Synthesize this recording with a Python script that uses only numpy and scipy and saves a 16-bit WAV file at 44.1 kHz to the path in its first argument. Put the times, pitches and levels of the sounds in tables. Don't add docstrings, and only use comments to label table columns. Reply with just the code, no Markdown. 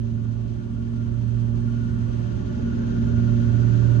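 import sys
import numpy as np
from scipy import signal
from scipy.fft import rfft, irfft
from scipy.io import wavfile
from scipy.ndimage import uniform_filter1d

SR = 44100
rng = np.random.default_rng(int(sys.argv[2]) if len(sys.argv) > 2 else 0)


def wrap_up_sound(samples):
    columns = np.atleast_2d(samples).T
    tamed = np.clip(columns, -1, 1)
    steps = np.round(tamed * 32767).astype(np.int16)
    wavfile.write(sys.argv[1], SR, steps)


N = 176400
T = np.arange(N) / SR
HZ = np.maximum(np.arange(N // 2 + 1) * SR / N, 1)
CYLINDERS = 6


def undb(db):
    return 10 ** (np.asarray(db) / 20)


def unit(x):
    return x / np.sqrt(np.mean(x ** 2))


def curve(rows):
    return np.interp(T, *np.array(rows, float).T)


def across(rows, hz=HZ):
    f, v = np.array(rows, float).T
    return np.interp(np.log(hz), np.log(f), v)


def colour(rows):
    below, above = np.minimum(HZ / rows[0][0], 1), np.minimum(rows[-1][0] / HZ, 1)
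    return undb(across(rows)) * below ** 2 * above ** 4


def resonances(rows):
    return sum(undb(db) / (1 + ((HZ - hz) / width) ** 2) for hz, width, db in rows)


def walk(per_s):
    return unit(irfft(rfft(rng.standard_normal(N)) / (1 + (2 * HZ / per_s) ** 2) ** 2, N))


# f/Hz, phase/rad
PHASE_LEAD = [(35, -1), (85, -.2), (117, -.6), (150, -.75), (195, -.45), (234, 0.2), (273, 0.8), (350, 1.8),
              (450, 2.4), (600, 3.3), (900, 2.5), (1200, 2.37), (1430, 4.79), (1800, 3.63), (3190, 6.99),
              (4390, 12.67), (5400, 15.38), (6400, 18.75)]


def harmonic(cycle, order, left_db, right_db):
    lead = across(PHASE_LEAD, order * cycle[-1] / T[-1])
    phase = 2 * np.pi * (order * cycle + rng.random())
    return np.sqrt(2) * np.array([undb(left_db) * np.sin(phase + lead), undb(right_db) * np.sin(phase)])


# t/s, level/dB
FIRING_LEVEL = [(0, -22), (.35, -23), (.65, -27.5), (.95, -24.5), (1.1, -21), (1.4, -19), (1.8, -21.5),
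                (2.1, -21.5), (2.35, -24), (2.57, -28), (2.75, -27.5), (2.9, -24), (3.15, -17.5),
                (3.3, -17), (3.65, -14), (4, -13)]
OCTAVE_LEVEL = [(0, -32), (.5, -38.5), (.95, -31), (1.25, -38), (1.65, -30.5), (2.05, -32.5), (2.35, -41.5),
                (2.65, -28.5), (3.0, -27), (3.4, -26), (3.65, -34), (3.85, -48), (4, -36)]


def drone(cycle):
    fundamental = harmonic(cycle, CYLINDERS, left_db=-15, right_db=0)
    fundamental *= undb(curve(FIRING_LEVEL) - .1 * walk(7.4))
    octave = harmonic(cycle, 2 * CYLINDERS, left_db=1.2, right_db=0)
    octave *= undb(curve(OCTAVE_LEVEL) - .1 * walk(10))
    return fundamental + octave


# order, left level/dB, right level/dB
COMB_LINES = [(4, -56, -43), (5, -56, -42), (7, -44.5, -43), (8, -53.5, -44.5), (9, -50, -46.5),
              (10, -44.5, -43), (11, -53.5, -59.5), (14, -44.5, -46.5), (15, -53.5, -52), (18, -44.5, -44),
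              (19, -51, -55), (20, -50, -49.5), (21, -55.5, -56), (24, -59.5, -61), (25, -64, -60),
              (26, -57.5, -70.5), (29, -68, -60.5), (30.2, -53.5, -71), (31, -67, -57.5)]
# t/s, level/dB
COMB_LEVEL = [(0, -4), (1.1, -4.5), (2.2, -0.5), (3, 3), (4, 7)]


def unequal_cylinders(cycle):
    flutter_db_per_order = .0995
    comb = sum(harmonic(cycle, round(order), left, right) * undb(flutter_db_per_order * order * walk(8))
               for order, left, right in COMB_LINES)
    return comb * undb(curve(COMB_LEVEL))


# f/Hz, level/dB
CLATTER_SPECTRUM = [(620, -71), (700, -73), (780, -79), (900, -75), (1130, -76), (1250, -83), (1500, -81),
                    (1800, -82)]
# t/s, level/dB
CLATTER_LEVEL = [(0, -3), (1, -3.5), (3, 1.5), (4, 4)]


def clatter(cycle):
    rattle = 0
    for order in range(32, 92):
        gain = undb(across(CLATTER_SPECTRUM, order * cycle[-1] / T[-1]))
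        rattle += gain * np.sin(2 * np.pi * (order * cycle + rng.random((2, 1))))
    firing_index = (cycle * CYLINDERS).astype(int)
    strength_db = uniform_filter1d(3.5 * rng.standard_normal(1000)[firing_index], size=150)
    return np.sqrt(2) * rattle * undb(strength_db + curve(CLATTER_LEVEL))


def standing_waves(spread_db=1.7, step_hz=24):
    knots = np.arange(0, SR / 2, step_hz)
    ripple = [np.interp(HZ, knots, side) for side in rng.standard_normal((2, len(knots)))]
    return undb(spread_db * np.array(ripple))


# f/Hz, coherence (0-1)
COHERENCE = [(100, 0.69), (400, 1), (500, 0.58), (650, 0.74), (1200, 0.38), (1450, 0.65), (2200, 0.16),
             (4000, 0.14), (5400, 0.6), (6200, .25), (7000, .1)]


def cabin_noise(gain, left_db=0, flicker_db=.88):
    right, independent = rfft(rng.standard_normal((2, N)))
    coherence = across(COHERENCE)
    left = coherence * right + np.sqrt(1 - np.minimum(coherence, .99) ** 2) * independent
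    left *= np.exp(1j * across(PHASE_LEAD)) * undb(left_db)
    pressure = irfft(np.array([left, right]) * gain * standing_waves(), N)
    return unit(pressure) * undb(flicker_db * walk(60))


def ring(modes, waver_hz=12, flare_db=1.3):
    out = 0
    for hz, width, db in modes:
        shift = np.exp(2j * np.pi * np.cumsum(waver_hz * walk(20)) / SR)
        band = cabin_noise(resonances([(hz, width, 0)]))
        tone = np.real(signal.hilbert(band) * shift)
        out += tone * undb(db + flare_db * walk(20))
    return unit(out)


# f/Hz, half-width/Hz, relative level/dB
PANEL_MODES = [(591.5, 27, 2), (840.7, 18, -5), (949, 51, -5.5), (1153.6, 28, -5)]
# t/s, level/dB
PANEL_LEVEL = [(0, -59.5), (.4, -56), (1.2, -53), (2, -52), (3, -50), (3.6, -51.5), (4, -47)]


def panels():
    return ring(PANEL_MODES) * undb(curve(PANEL_LEVEL))


# f/Hz, half-width/Hz, relative level/dB
TRIM_MODES = [(2550, 130, -5), (2820, 51, -0.5), (3108, 60, 2), (3220, 49, -1), (4440, 68, -5)]
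# t/s, level/dB
TRIM_LEVEL = [(0, -71.5), (1.5, -67.5), (3, -64), (4, -64)]


def trim_buzz(cycle, depth=.6):
    pulsing = 1 + depth * np.cos(2 * np.pi * CYLINDERS * cycle)
    return cabin_noise(resonances(TRIM_MODES)) * pulsing * undb(curve(TRIM_LEVEL))


# f/Hz, relative level/dB
BUFFET_SPECTRUM = [(15, -43.5), (25, -27.5), (35, -14.5), (46, -1), (80, -2), (105, -2), (135, -6.5),
                   (170, -10.5), (260, -37.5)]
BUFFET_LEFT = [(40, -4), (65, -4), (90, -8), (115, -10), (150, -8)]
BOOM_SPECTRUM = [(90, -20.5), (140, -8.5), (180, 2), (230, -0.5), (285, -6.5), (330, -12), (380, -5.5),
                 (415, -10.5), (455, -16.5), (560, -25.5), (700, -31.5), (1100, -50.5)]
# t/s, level/dB
BUFFET_LEVEL = [(0, -36), (.7, -34.5), (1.9, -32), (2.7, -31.5), (3.1, -29), (3.5, -29), (4, -34)]
BOOM_LEVEL = [(0, -38), (.6, -40), (1.9, -36.5), (2.5, -34.5), (3.05, -31), (3.5, -32.5), (4, -32)]


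def propeller_wash():
    buffet = cabin_noise(colour(BUFFET_SPECTRUM), across(BUFFET_LEFT)) * undb(curve(BUFFET_LEVEL))
    boom = cabin_noise(colour(BOOM_SPECTRUM)) * undb(curve(BOOM_LEVEL))
    return buffet + boom


def patchy(x, width_hz=75, spread_db=4.8):
    spectrum = rfft(x)
    for hz in range(500, 1100, width_hz):
        band = irfft(spectrum * np.maximum(1 - abs(HZ - hz) / width_hz, 0), N)
        x = x + band * (undb(spread_db * walk(24)) - 1)
    return x


# f/Hz, relative level/dB
RUSH_SPECTRUM = [(350, -9.5), (560, 6), (690, 4), (780, -3), (1000, -5.5), (1130, -1.5), (1250, -2.5),
                 (1350, 5), (1500, -3.5), (1780, -0.5), (1950, -8), (2600, -23.5), (4000, -43)]
# t/s, level/dB
RUSH_LEVEL = [(0, -57), (.7, -58.5), (2, -52.5), (2.9, -50), (3.4, -49), (4, -47.5)]


def fuselage_rush(cycle, depth=.2):
    throb = unit(sum(np.cos(2 * np.pi * (order * cycle + rng.random())) for order in (1, 2, 4)))
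    rush = patchy(cabin_noise(colour(RUSH_SPECTRUM)))
    return rush * (1 + depth * throb) * undb(curve(RUSH_LEVEL))


# f/Hz, half-width/Hz, relative level/dB
LOWER_WHINE = [(1432, 20, 0)]
UPPER_WHINE = [(1588, 32, 0)]
# t/s, level/dB
LOWER_WHINE_LEVEL = [(0, -65), (.9, -62), (1.4, -62.5), (1.75, -58), (1.9, -54.5), (2.1, -55.5),
                     (2.55, -54.5), (2.78, -50.5), (3.4, -50.5), (3.7, -52), (4, -49)]
UPPER_WHINE_LEVEL = [(0, -78), (1.5, -69.5), (2.55, -67), (2.85, -54.5), (3.3, -59), (4, -58)]


def windscreen_whine():
    lower = ring(LOWER_WHINE) * undb(curve(LOWER_WHINE_LEVEL))
    upper = ring(UPPER_WHINE) * undb(curve(UPPER_WHINE_LEVEL))
    return lower + upper


# f/Hz, relative level/dB
HISS_SPECTRUM = [(1200, -11), (2000, -1.5), (2600, 1), (3100, 0.5), (3900, -1.5), (4700, -5), (5200, -4),
                 (5800, -2.5), (6700, -3.5), (7400, -12), (7900, -13.5), (8500, -17.5), (9300, -28),
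                 (10500, -39)]
HISS_LEFT = [(5000, 1), (6800, -2.5), (7600, -7.5), (9000, -6)]
# f/Hz, half-width/Hz, relative level/dB
WHISTLE_MODE = [(8190, 210, 0)]
# t/s, level/dB
HISS_LEVEL = [(0, -61.5), (.7, -61), (1.5, -59.5), (2.2, -57), (2.9, -55), (3.4, -53.5), (4, -52.5)]
WHISTLE_LEVEL = [(0, -81), (2.2, -75.5), (2.8, -88), (4, -77)]


def seal_leaks():
    hiss = cabin_noise(colour(HISS_SPECTRUM), across(HISS_LEFT)) * undb(curve(HISS_LEVEL))
    whistle = cabin_noise(resonances(WHISTLE_MODE), left_db=-10) * undb(curve(WHISTLE_LEVEL))
    return hiss + whistle


# f/Hz, half-width/Hz, relative level/dB
FAINT_HIGH_TONES = [(10908, 5, 0), (11142, 5, -2)]


def faint_high_tones():
    return cabin_noise(resonances(FAINT_HIGH_TONES), left_db=-11.5) * undb(curve(HISS_LEVEL) - 30)


# t/s, f/Hz
FIRING_RATE = [(0, 114.3), (.35, 115.3), (.8, 115.8), (1.2, 116.9), (2.0, 117.1), (2.7, 116.5),
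               (3.1, 116.9), (3.5, 116.9), (4, 117.8)]


def scene():
    jitter = .0015 * walk(15)
    cycle = np.cumsum(curve(FIRING_RATE)) / SR / CYLINDERS + jitter
    engine = drone(cycle) + unequal_cylinders(cycle) + clatter(cycle)
    cabin = panels() + trim_buzz(cycle)
    airflow = propeller_wash() + fuselage_rush(cycle) + windscreen_whine() + seal_leaks()
    return engine + cabin + airflow + faint_high_tones()


def record(dry):
    cutoff_hz = 11500
    return signal.sosfilt(signal.ellip(8, .2, 70, cutoff_hz, fs=SR, output="sos"), dry)


dry = scene()
out = record(dry)
wrap_up_sound(out)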